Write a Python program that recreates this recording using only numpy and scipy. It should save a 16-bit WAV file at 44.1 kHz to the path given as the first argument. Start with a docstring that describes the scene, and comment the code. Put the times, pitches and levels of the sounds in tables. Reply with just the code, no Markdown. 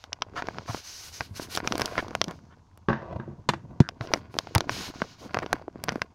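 """First come small clicks and a soft hiss: a camera's case snaps under someone's grip, and skin
slides past its microphone. With the other hand they move a plastic bucket on a quiet patio.
About three seconds in, the bucket bumps onto a hollow plastic stand, scrapes along it, clacks
and is lifted off. Each hit makes the plastic ring; each scrape is a stream of tiny slips.
The hand keeps clicking, rustling and thudding on the case to the end."""
import sys
import numpy as np
from scipy import signal
from scipy.fft import rfft, irfft
from scipy.io import wavfile
from scipy.ndimage import uniform_filter1d

SR = 44100
rng = np.random.default_rng(int(sys.argv[2]) if len(sys.argv) > 2 else 0)


def put_to_file(sound):
    """Save the sound as 16-bit audio at rate SR, in the file named by the first command-line argument."""
    columns = np.atleast_2d(sound).T  # one column per channel
    safe = np.clip(columns, -1, 1)
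    whole_steps = np.round(safe * 32767)
    wavfile.write(sys.argv[1], SR, whole_steps.astype(np.int16))


N = 270774
RING_TIME = np.arange(16384) / SR  # seconds since a hit; ring_s is the time a ring takes to fall 60 dB


# The notes the camera case rings at: pitch_hz, boost_db, ring_s
CASE_NOTES = [(320, -12, 0.05), (715, 1.5, 0.019), (1042, 0.5, 0.018), (1479, 3, 0.022), (2190, 1, 0.022),
              (2860, -4.5, 0.036), (5600, -14.5, 0.007)]
def click(db, thud_db, bright_db, muffle_db, rebound_s=.0004, rebound_db=-9):
    """The case snaps and springs back; the finger adds a thud and muffles the highest part."""
    snap = ring(CASE_NOTES, detune=0.11, scatter_db=3.5)
    snap = snap + noisy_ring(ring_s=0.012, db=-5.5) + noisy_ring(ring_s=.12, db=-32.5)
    snap = echo(snap[:4096], rebound_s * rng.uniform(.6, 1.4), -undb(rebound_db))
    treble_db = db + bright_db
    top_db = treble_db - muffle_db
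    lows = [(40, thud_db - 14), (130, thud_db + 0.5), (350, thud_db + 1)]
    mids = [(900, db - 3.5), (2000, db - 5.5), (3200, treble_db), (5800, treble_db - 1)]
    highs = [(8200, top_db - 2), (10500, top_db), (15500, top_db - 9)]
    return colour(snap, lows + mids + highs)


# The clear clicks of the case: start_s, strength_db, bright_db, muffle_db
CASE_CLICKS = [(0.0405,-8,-5.5,21), (.123,-8,-38,12), (0.1304,-2.5,4,31.5), (0.2215,8,-3.5,39),
               (0.4229,7,-17.5,37), (.471,-10,-3,28), (0.4863,5,-23.5,14), (.585,1.5,-13.5,58),
               (0.7466,2,-21,32), (1.2079,11.5,-14.5,32), (1.3975,0.5,-39,10), (1.5505,-9,6,10),
               (1.553,-13,12.5,14), (1.5623,-9,6,7), (1.5744,8,-6.5,20), (1.6029,2.5,-18.5,38),
               (1.675,11.5,-6,23), (1.723,7.5,-6,24), (1.755,4,-11,18.5), (1.78,-1,-3.5,6.5),
               (1.7965,4.5,-12,16.5), (1.8,-7,-6,5), (1.811,3,-10,11), (1.8184,11,-6,19),
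               (1.8582,-17,20,14), (1.9799,12,-18,30), (2.083,-25,7,19), (2.1087,-9.5,-11.5,20.5),
               (2.1517,11,-12.5,15), (2.2156,13.5,-3,29.5), (2.242,-10.5,10,18.5), (2.2826,-6.5,-5,19),
               (2.3105,-10,-6.5,12), (2.7755,-21,-11.5,-1), (3.8893,3.5,-5.5,24), (4.0106,0.5,-12.5,37.5),
               (4.073,-12,-4.5,38), (4.1373,16,-4,55), (4.146,-0.5,-28,14), (4.1736,-11,-17,10),
               (4.342,-6,-16,11.5), (4.388,9,1,21), (4.4719,-5.5,-15,28.5), (4.551,14,-9,5),
               (4.5573,8.5,-7,18), (4.5814,3,0.5,14), (4.607,6,-4,23), (4.6946,11.5,-14,43),
               (5.0191,13.5,-23.5,20), (5.345,11.5,-14,20), (5.35,4,-25,40), (5.371,10.5,-25,22),
               (5.3888,9,-14,22), (5.4625,-0.5,-12.5,41), (5.5299,16.5,-15,10.5), (5.6807,-16,-37,6.5),
               (5.8393,-2,-3,0.5), (5.885,10.5,-16.5,39), (5.8918,8,-4.5,30), (5.922,-1.5,-18.5,8),
               (5.9577,-2.5,-18,14), (6.0186,12,-12,25)]
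def case_clicks(thud_over_rumble_db=54.5, thud_share=0.3):
    """The case clicks in the hand; a firmer grip or a stronger click makes the fingertip thud more."""
    out = np.zeros(N)
    times, _, rumble_db = np.transpose(GRIP_EFFORT)
    for start_s, db, bright_db, muffle_db in CASE_CLICKS:
        thud_db = np.interp(start_s, times, rumble_db) + thud_over_rumble_db + thud_share * db
        add(out, start_s, click(db, thud_db, bright_db, muffle_db))
    return out


# The notes the bucket rings at: pitch_hz, boost_db, ring_s
BUCKET_NOTES = [(147, 12, 0.12), (200, 16, 0.064), (330.6, 16, 0.15), (859, 8.5, 0.031), (932, 7.5, 0.023),
                (1243, -13, 0.076), (1240, 0, 0.046), (1737, -5, 0.056), (2397, 12.5, 0.056),
                (3520, 14.5, 0.055), (4150, 15, 0.035)]
# Hard hits on the bucket's wall: start_s, strength_db, dull_above_hz
BUCKET_HITS = [(3.4893,5,6800), (3.4912,14.5,3020), (3.536,2.5,2260), (3.803,2,4770), (4.5605,9,1430)]
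def bucket_clacks():
    """Hard hits make the bucket's wall ring with a short, bright clack."""
    return knocks(BUCKET_HITS, BUCKET_NOTES, crack_db=3.5, crack_s=0.041,
                  tail_db=-13, tail_s=0.25, spike_db=-14.5, top_db=-11.5)


# The notes the hollow stand rings at: pitch_hz, boost_db, ring_s
STAND_NOTES = [(136.5, 20, 0.14), (220.6, 19, 0.15), (340, 19.5, 0.1), (553, 6, 0.083), (910, 5, 0.26),
               (1130, 6, 0.046), (1534, 10, 0.098), (1590, 11, 0.24), (2360, -3, .1), (3760, 2, .14)]
# The bucket bumping the stand: start_s, strength_db, dull_above_hz
STAND_HITS = [(2.8862, 12, 1820), (2.896, 2, 2450), (2.903, 8.5, 1400), (2.920, -5, 1690),
              (2.930, 7.5, 1690), (2.953, -18, 1870), (3.021, -10, 1720), (3.199, -2.5, 1500),
              (3.278, 0, 422), (3.321, -6.5, 500)]
def stand_knocks():
    """The bucket lands, and the stand answers with a low, hollow ring."""
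    return knocks(STAND_HITS, STAND_NOTES, crack_db=-0.5, crack_s=0.028,
                  tail_db=-3, tail_s=0.37, spike_db=-25, top_db=-33)


# How the scrape swells and fades: time_s, grit_db, rumble_db
SCRAPE_LEVELS = [(2.885,-31,-29.5), (2.93,-42,-38.5), (3.02,-40,-55), (3.19,-41,-38.5), (3.25,-53.5,-50),
                 (3.33,-50.5,-45.5), (3.43,-74,-58.5), (3.54,-64,-45), (3.78,-55.5,-52.5), (3.98,-64,-52)]
# The tone of its grit: pitch_hz, level_db
GRIT_TONE = [(200, -13), (550, 8.5), (1150, 5), (1800, -12.5), (3500, -15.5), (5800, -29), (7200, -38),
             (10000, -63)]
def bucket_scrape():
    """The bucket drags along the stand, and its tiny slips set the stand ringing."""
    return rub(gains(SCRAPE_LEVELS), STAND_NOTES, GRIT_TONE, slips_per_s=1200,
               spread_db=0, grit_db=-1.5, rumble_db=2.5, uneven_db=4.5)


def bucket_chatter(hz=1650, ring_s=0.011, rise_s=0.0011, db=-26, spread_db=3, count=7, gap_s=.0091):
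    """Plastic sticks and slips a few times as the bucket lifts."""
    out = np.zeros(N)
    times = 3.823 + gap_s * np.arange(count)
    shape = fade(ring_s) * (1 - np.exp(-RING_TIME / rise_s))
    for start_s, (size, pitch, late) in zip(times, rng.uniform(-1.9, 1, (count, 3))):
        slip = shape * np.sin(2 * np.pi * hz * (1 + .08 * pitch) * RING_TIME)
        add(out, start_s + 0.0007 * late, undb(db + spread_db * size) * slip)
    return out


# Dull bumps that reach the microphone through the hand: start_s, strength_db, pitch_hz, ring_s
HAND_BUMPS = [(.594,-28.5,100,0.027), (0.694,-24.5,111,0.078), (1.31,-32.5,93,0.11),
              (1.711,-14.5,200,0.021), (2.276,-27,172.5,0.11), (3.8045,5.5,139,0.021), (3.813,-6,158,0.023),
              (4.008,-23,111,0.065), (4.147,-26,238,0.013), (4.159,-21,260,0.016), (4.1734,-18,288,0.013),
              (4.353,-17,230,0.012), (4.367,-13,278,0.012), (4.5595,-7,99,0.034), (5.019,-14,181,0.026),
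              (5.258,-26.5,220,0.033), (5.351,-20,220,0.013), (5.369,-18.5,115,0.02), (5.434,-23,233,0.019),
              (5.6807,-10.5,283,0.015), (5.758,-14.5,204,0.01), (5.924,-25.5,185,0.037),
              (5.958,-8,220,0.015)]
def hand_bumps(settle_s=0.0023, rise_s=0.0015, overtone_ratio=2.17, overtone_db=-12):
    """Short thuds with one higher note on top; the pitch sags as the contact relaxes."""
    out = np.zeros(N)
    for start_s, db, hz, ring_s in HAND_BUMPS:
        sagging_hz = hz * (1 + np.exp(-RING_TIME / settle_s))
        low_note = np.sin(2 * np.pi * np.cumsum(sagging_hz) / SR)
        overtone = undb(overtone_db) * np.sin(2 * np.pi * overtone_ratio * hz * RING_TIME)
        shape = fade(ring_s) * (1 - np.exp(-RING_TIME / rise_s))
        add(out, start_s, -undb(db) * shape * (low_note + overtone))
    return colour(out, [(25, -2), (50, 2), (90, 6), (500, -4), (1500, 10.5)])


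# Strokes of skin past the microphone: start_s, length_s, hiss_db, air_below_hiss_db, hole_over_hiss_db
SKIN_STROKES = [(0,0.054,-60,16,-16), (0.361,0.046,-47.5,25,-13), (0.447,0.5,-60,36,-16),
                (0.68,0.13,-49.5,4.5,1.5), (0.842,.19,-51.5,1.5,6.5), (1.028,0.078,-51.5,-1,1),
                (1.128,0.074,-48.5,3,3.5), (1.217,0.052,-50.5,7,-20), (1.294,0.046,-78,-7,-12),
                (1.365,0.017,-39,1.5,-1), (1.411,0.036,-43.5,0.5,-1), (1.504,0.075,-42,3.5,-14),
                (1.648,0.38,-53.5,6,-9), (2.022,0.36,-66,10.5,-4), (2.356,0.17,-83,14,6),
                (4.015,0.055,-54.5,13,-20), (4.11,0.084,-58,7.5,-12.5), (4.317,0.097,-62.5,4.5,-16),
                (4.39,0.27,-60,26.5,-16.5), (4.704,0.19,-40,10.5,-21), (4.941,0.13,-53,23,-7),
                (5.084,0.069,-54.5,24,-13), (5.187,0.09,-54.5,11.5,-11), (5.303,0.3,-68.5,9,-6),
                (5.83,0.21,-69.5,4,-9)]
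def stroke_gains(rise_s=0.014, fall_s=0.022, arch_db=0.5):
    """Volume curves for hiss, air and hole; a stroke peaks midway, where the skin moves fastest."""
    t = np.arange(N) / SR
    out = np.zeros((3, N))
    for start_s, length_s, db, muffle_db, hole_db in SKIN_STROKES:
        rise = (1 + np.tanh((t - start_s) / rise_s)) / 2
        fall = (1 + np.tanh((start_s + length_s - t) / fall_s)) / 2
        arch = np.sin(np.pi * np.clip((t - start_s) / length_s, 0, 1)) - 2 / np.pi
        crest = np.interp(arch, [-1, 0, 1], undb([-arch_db, 0, arch_db]))
        out += np.outer(undb([db, db - muffle_db, db + hole_db]), rise * fall * crest)
    return out


# The tones of the skin's hiss, its airy top and the microphone's small hole: pitch_hz, level_db
HISS_TONE = [(400,-15.5), (1200,-9.5), (2200,-5.5), (3400,-4.5), (4500,-2), (5700,-6), (6800,-7.5),
             (8000,-25), (12000,-28.5)]
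AIR_TONE = [(4500, -1), (7000, -4), (8500, -2.5), (10200, -2.5), (13000, -4), (15500, -12.5)]
HOLE_TONE = [(3000,-27), (4600,-5.5), (5500,-5), (6200,-3), (7200,-16.5), (9000,-30.5)]
def sliding_skin(hiss_db=1, uneven_db=0.9):
    """Sliding skin hisses; over the microphone's hole it turns airier and makes the hole ring."""
    hiss_gain, air_gain, hole_gain = stroke_gains()
    rubbing = friction(CASE_NOTES, slips_per_s=25000, spread_db=2.5, ring_s=.03, ring_db=-11)
    hiss = undb(hiss_db) * hiss_gain * unit(colour(rubbing, HISS_TONE))
    air = air_gain * noise(AIR_TONE)
    hole = hole_gain * noise(HOLE_TONE)
    return (hiss + air + hole) * undb(uneven_db * wander(turns_per_s=37))


# Short skids of a finger: start_s, length_s, level_db, dull_above_hz
FINGER_SKIDS = [(0.352,0.062,-34.5,1880), (0.672,0.052,-38,1370), (1.97,0.044,-30.5,2340),
                (2.262,0.076,-44,1140), (2.493,0.064,-60,1800), (4,0.061,-44.5,800), (5.2,0.087,-47.5,600),
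                (5.42,0.017,-34,1496)]
def finger_rasps():
    """A finger skids, and its crowded slips ring the case."""
    out = np.zeros(N)
    skid = friction(CASE_NOTES, slips_per_s=2400, spread_db=0.5, ring_s=0.022, ring_db=-2.5)
    for start_s, length_s, db, hz in FINGER_SKIDS:
        first, count = int(start_s * SR), int(length_s * SR)
        lows = [(80, -6), (hz / 4, -6), (hz / 2, -1), (hz * 0.75, 0)]
        highs = [(hz * 1.18, -9), (hz * 1.9, -14), (hz * 2.7, -26), (12000, -46)]
        burst = colour(skid[first:first + count], lows + highs)
        add(out, start_s, undb(db) * unit(burst * signal.windows.tukey(count, .6)))
    return out


# How hard the hand works on the case: time_s, rustle_db, rumble_db
GRIP_EFFORT = [(0,-66,-75), (.32,-61,-53), (.42,-47.5,-51), (.55,-50.5,-46), (0.638,-62,-63.5),
               (.76,-49,-47), (.85,-80,-80), (1.28,-64.5,-50), (1.47,-53,-53), (1.75,-42.5,-46.5),
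               (1.97,-41,-47.5), (2.18,-60,-46.5), (2.5,-68.5,-54), (2.8,-78,-63), (3.95,-69,-62.5),
               (4.12,-45,-43.5), (4.25,-61.5,-51), (4.599,-55.5,-50), (4.82,-50.5,-42), (4.93,-53.5,-58),
               (5.06,-53,-44.5), (5.17,-66,-61.5), (5.4,-45.5,-46.5), (5.6,-51,-48.5), (5.7,-71,-56),
               (5.92,-44.5,-42.5), (6.14,-77,-70)]
def grip_gains(shift_rustle_db=-50, shift_rumble_db=-48.5, click_share=0.68, lead_s=.003, settle_s=.013):
    """Volume curves for rustle and rumble: the hand's slow work plus a brief shift at each click."""
    rustle, rumble = gains(GRIP_EFFORT)
    shift = np.zeros(N)
    for start_s, db, _, _ in CASE_CLICKS:
        shift[int(start_s * SR)] = undb(click_share * db)
    lag = RING_TIME - RING_TIME.mean()
    swell = np.exp(-np.maximum(-lag / lead_s, lag / settle_s))
    shift = signal.fftconvolve(shift, swell, mode="same")
    rustle = np.hypot(rustle, undb(shift_rustle_db) * shift)
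    rumble = np.hypot(rumble, undb(shift_rumble_db) * shift)
    return rustle, rumble


# The tone of the grip's rustle: pitch_hz, level_db
RUSTLE_TONE = [(150, -25), (450, 2), (1000, -3.5), (1700, -5.5), (2600, -15), (5000, -17.5), (8000, -44.5)]
def grip_rustle(rustle, rumble):
    """The hand rubs the case as it holds on, rustling and rumbling."""
    return rub((rustle, rumble), CASE_NOTES, RUSTLE_TONE, slips_per_s=1800,
               spread_db=3.5, grit_db=-1, rumble_db=-0.5, uneven_db=3)


def finger_creaks(rustle, count=330, low_hz=260, high_hz=1700, cycles=7, softest_db=15, range_db=10):
    """Fingertips let go in small jerks, each a dull pop with its own pitch, louder as the grip shifts."""
    out = np.zeros(N)
    t = RING_TIME[:2048]
    for when, pitch, size in rng.random((count, 3)):
        hz = low_hz * (high_hz / low_hz) ** pitch
        pop = fade(cycles / hz)[:len(t)] * np.sin(2 * np.pi * hz * t)
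        add(out, when * N / SR, rustle[int(when * N)] * undb(softest_db + range_db * size) * pop)
    return out


def small_ticks(count=45, over_rustle_db=31, spread_db=4):
    """The case ticks faintly at random moments, louder when the grip is busy."""
    out = np.zeros(N)
    times, rustle_db, _ = np.transpose(GRIP_EFFORT)
    for when, size in rng.random((count, 2)):
        start_s = when * N / SR
        db = np.interp(start_s, times, rustle_db) + over_rustle_db + spread_db * (2 * size - 1)
        add(out, start_s, click(db, thud_db=db + 7, bright_db=-8.5, muffle_db=24))
    return out


# The tone of the outdoor background: pitch_hz, level_db
PATIO_TONE = [(30, -12.5), (55, -5), (90, 4.5), (150, -26), (400, -37), (950, -15), (1800, -38.5),
              (6500, -35), (8000, -46.5), (15000, -59.5)]
def patio(level_db=-58.5):
    """A faint, steady outdoor hush."""
    return undb(level_db) * noise(PATIO_TONE)


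def knocks(hits, notes, crack_db, crack_s, tail_db, tail_s, spike_db, top_db):
    """Hits make a whole hollow plastic wall ring; a softer contact leaves out the highs."""
    out = np.zeros(N)
    for start_s, db, hz in hits:
        body = ring(notes, detune=.01, scatter_db=2, spike_db=spike_db)
        hit = body + noisy_ring(crack_s, crack_db) + noisy_ring(tail_s, tail_db)
        contact_tone = [(40, -14), (120, -2), (hz, -2), (2 * hz, -14), (4 * hz, -28), (8 * hz, -50)]
        add(out, start_s, undb(db) * colour(hit, contact_tone))
    tone = [(1700, 1), (2150, -6.5), (3300, -8.5), (6300, -7), (8000, top_db), (15000, top_db - 7.5)]
    return colour(out, tone)


# The tone of the low rumble under any rubbing: pitch_hz, level_db
RUMBLE_TONE = [(25, -26), (55, -7.5), (100, 3.5), (230, -4), (380, -12.5), (700, -27), (2000, -66.5)]
def rub(volumes, notes, tone, slips_per_s, spread_db, grit_db, rumble_db, uneven_db):
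    """Gritty slips ring an object over the low rumble of the moving contact."""
    grit_gain, rumble_gain = volumes
    grains = friction(notes, slips_per_s, spread_db, ring_s=.03, ring_db=2.5)
    grit = undb(grit_db) * grit_gain * unit(colour(grains, tone))
    rumble = undb(rumble_db) * rumble_gain * noise(RUMBLE_TONE)
    return (grit + rumble) * undb(uneven_db * wander(turns_per_s=55))


def friction(notes, slips_per_s, spread_db, ring_s, ring_db):
    """A stream of tiny, uneven slips, each ringing the object's notes."""
    sizes = undb(spread_db * np.minimum(rng.exponential(size=N), 4))
    slips = (rng.random(N) < slips_per_s / SR) * sizes * rng.standard_normal(N)
    return signal.fftconvolve(slips, ring(notes) + noisy_ring(ring_s, ring_db))[:N]


def ring(notes, detune=0, scatter_db=0, spike_db=0):
    """A sharp spike and the notes it sets off; each spot that is hit mixes them differently."""
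    out = undb(spike_db) * signal.unit_impulse(len(RING_TIME))
    for (hz, db, ring_s), (pitch, level) in zip(notes, rng.uniform(-1.3, 1, (len(notes), 2))):
        size = undb(db + scatter_db * level) * 2 * np.log(1000) / (ring_s * SR)
        out += size * fade(ring_s) * np.cos(2 * np.pi * hz * (1 + detune * pitch) * RING_TIME)
    return out


def noisy_ring(ring_s, db):
    """Many small notes blur into fading noise; db sets its total energy."""
    blur = rng.standard_normal(len(RING_TIME)) * fade(ring_s)
    return blur * undb(db) / np.linalg.norm(blur)


def fade(ring_s):
    """A curve that falls 60 dB every ring_s seconds."""
    return np.exp(-np.log(1000) * RING_TIME / ring_s)


def echo(x, delay_s, gain):
    """Add one delayed copy, keeping about the same loudness."""
    return (x + gain * np.pad(x, (int(delay_s * SR), 0))[:len(x)]) / np.hypot(1, gain)


def wander(turns_per_s):
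    """A slow random drift, roughly between -1 and 1."""
    points = rng.standard_normal(N // 20)
    return np.interp(np.arange(N) / SR * turns_per_s, np.arange(len(points)), points)


def noise(tone):
    """Steady noise with the given tone."""
    return unit(colour(rng.standard_normal(N), tone))


def colour(x, tone, size=2048):
    """Turn lows and highs up or down along (pitch_hz, level_db) points."""
    hz, db = np.transpose(tone)
    grid = np.maximum(np.fft.rfftfreq(size, 1 / SR), 1)
    cepstrum = irfft(np.log(undb(np.interp(np.log(grid), np.log(hz), db))))
    # Fold the filter so that it rings only after a hit, never before.
    cepstrum[1:size // 2] *= 2
    cepstrum[size // 2 + 1:] = 0
    return signal.fftconvolve(x, irfft(np.exp(rfft(cepstrum))))[:len(x)]


def gains(table):
    """One smooth volume curve per dB column, silent outside the table's times."""
    times, *columns = np.transpose(table)
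    curves_db = [np.interp(np.arange(N) / SR, times, db, left=-np.inf, right=-np.inf) for db in columns]
    return [uniform_filter1d(undb(db), size=300) for db in curves_db]


def undb(db):
    """Turn decibels into a multiplier."""
    return 10 ** (np.asarray(db) / 20)


def unit(x):
    """Scale to an average (rms) level of 1."""
    return x / np.sqrt(np.mean(x ** 2))


def add(out, start_s, x):
    """Mix x into out from start_s."""
    first = max(int(start_s * SR), 0)
    out[first:first + len(x)] += x[:max(N - first, 0)]


def scene():
    """The hand is right at the microphone; the bucket is further off and echoes from the house wall."""
    rustle, rumble = grip_gains()
    grip = grip_rustle(rustle, rumble) + finger_creaks(rustle)
    hand = case_clicks() + small_ticks() + finger_rasps() + sliding_skin() + grip + hand_bumps()
    plastic = bucket_scrape() + stand_knocks() + bucket_clacks() + bucket_chatter()
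    return (hand + echo(plastic, delay_s=0.001077, gain=0.21) + patio())[None]


def record(dry):
    """The camera flattens peaks that are too loud and cuts the very highest sounds."""
    top_hz = 15700
    return signal.sosfilt(signal.ellip(8, .2, 70, top_hz, fs=SR, output="sos"), np.clip(dry, -1, 1))


dry = scene()
out = record(dry)
put_to_file(out)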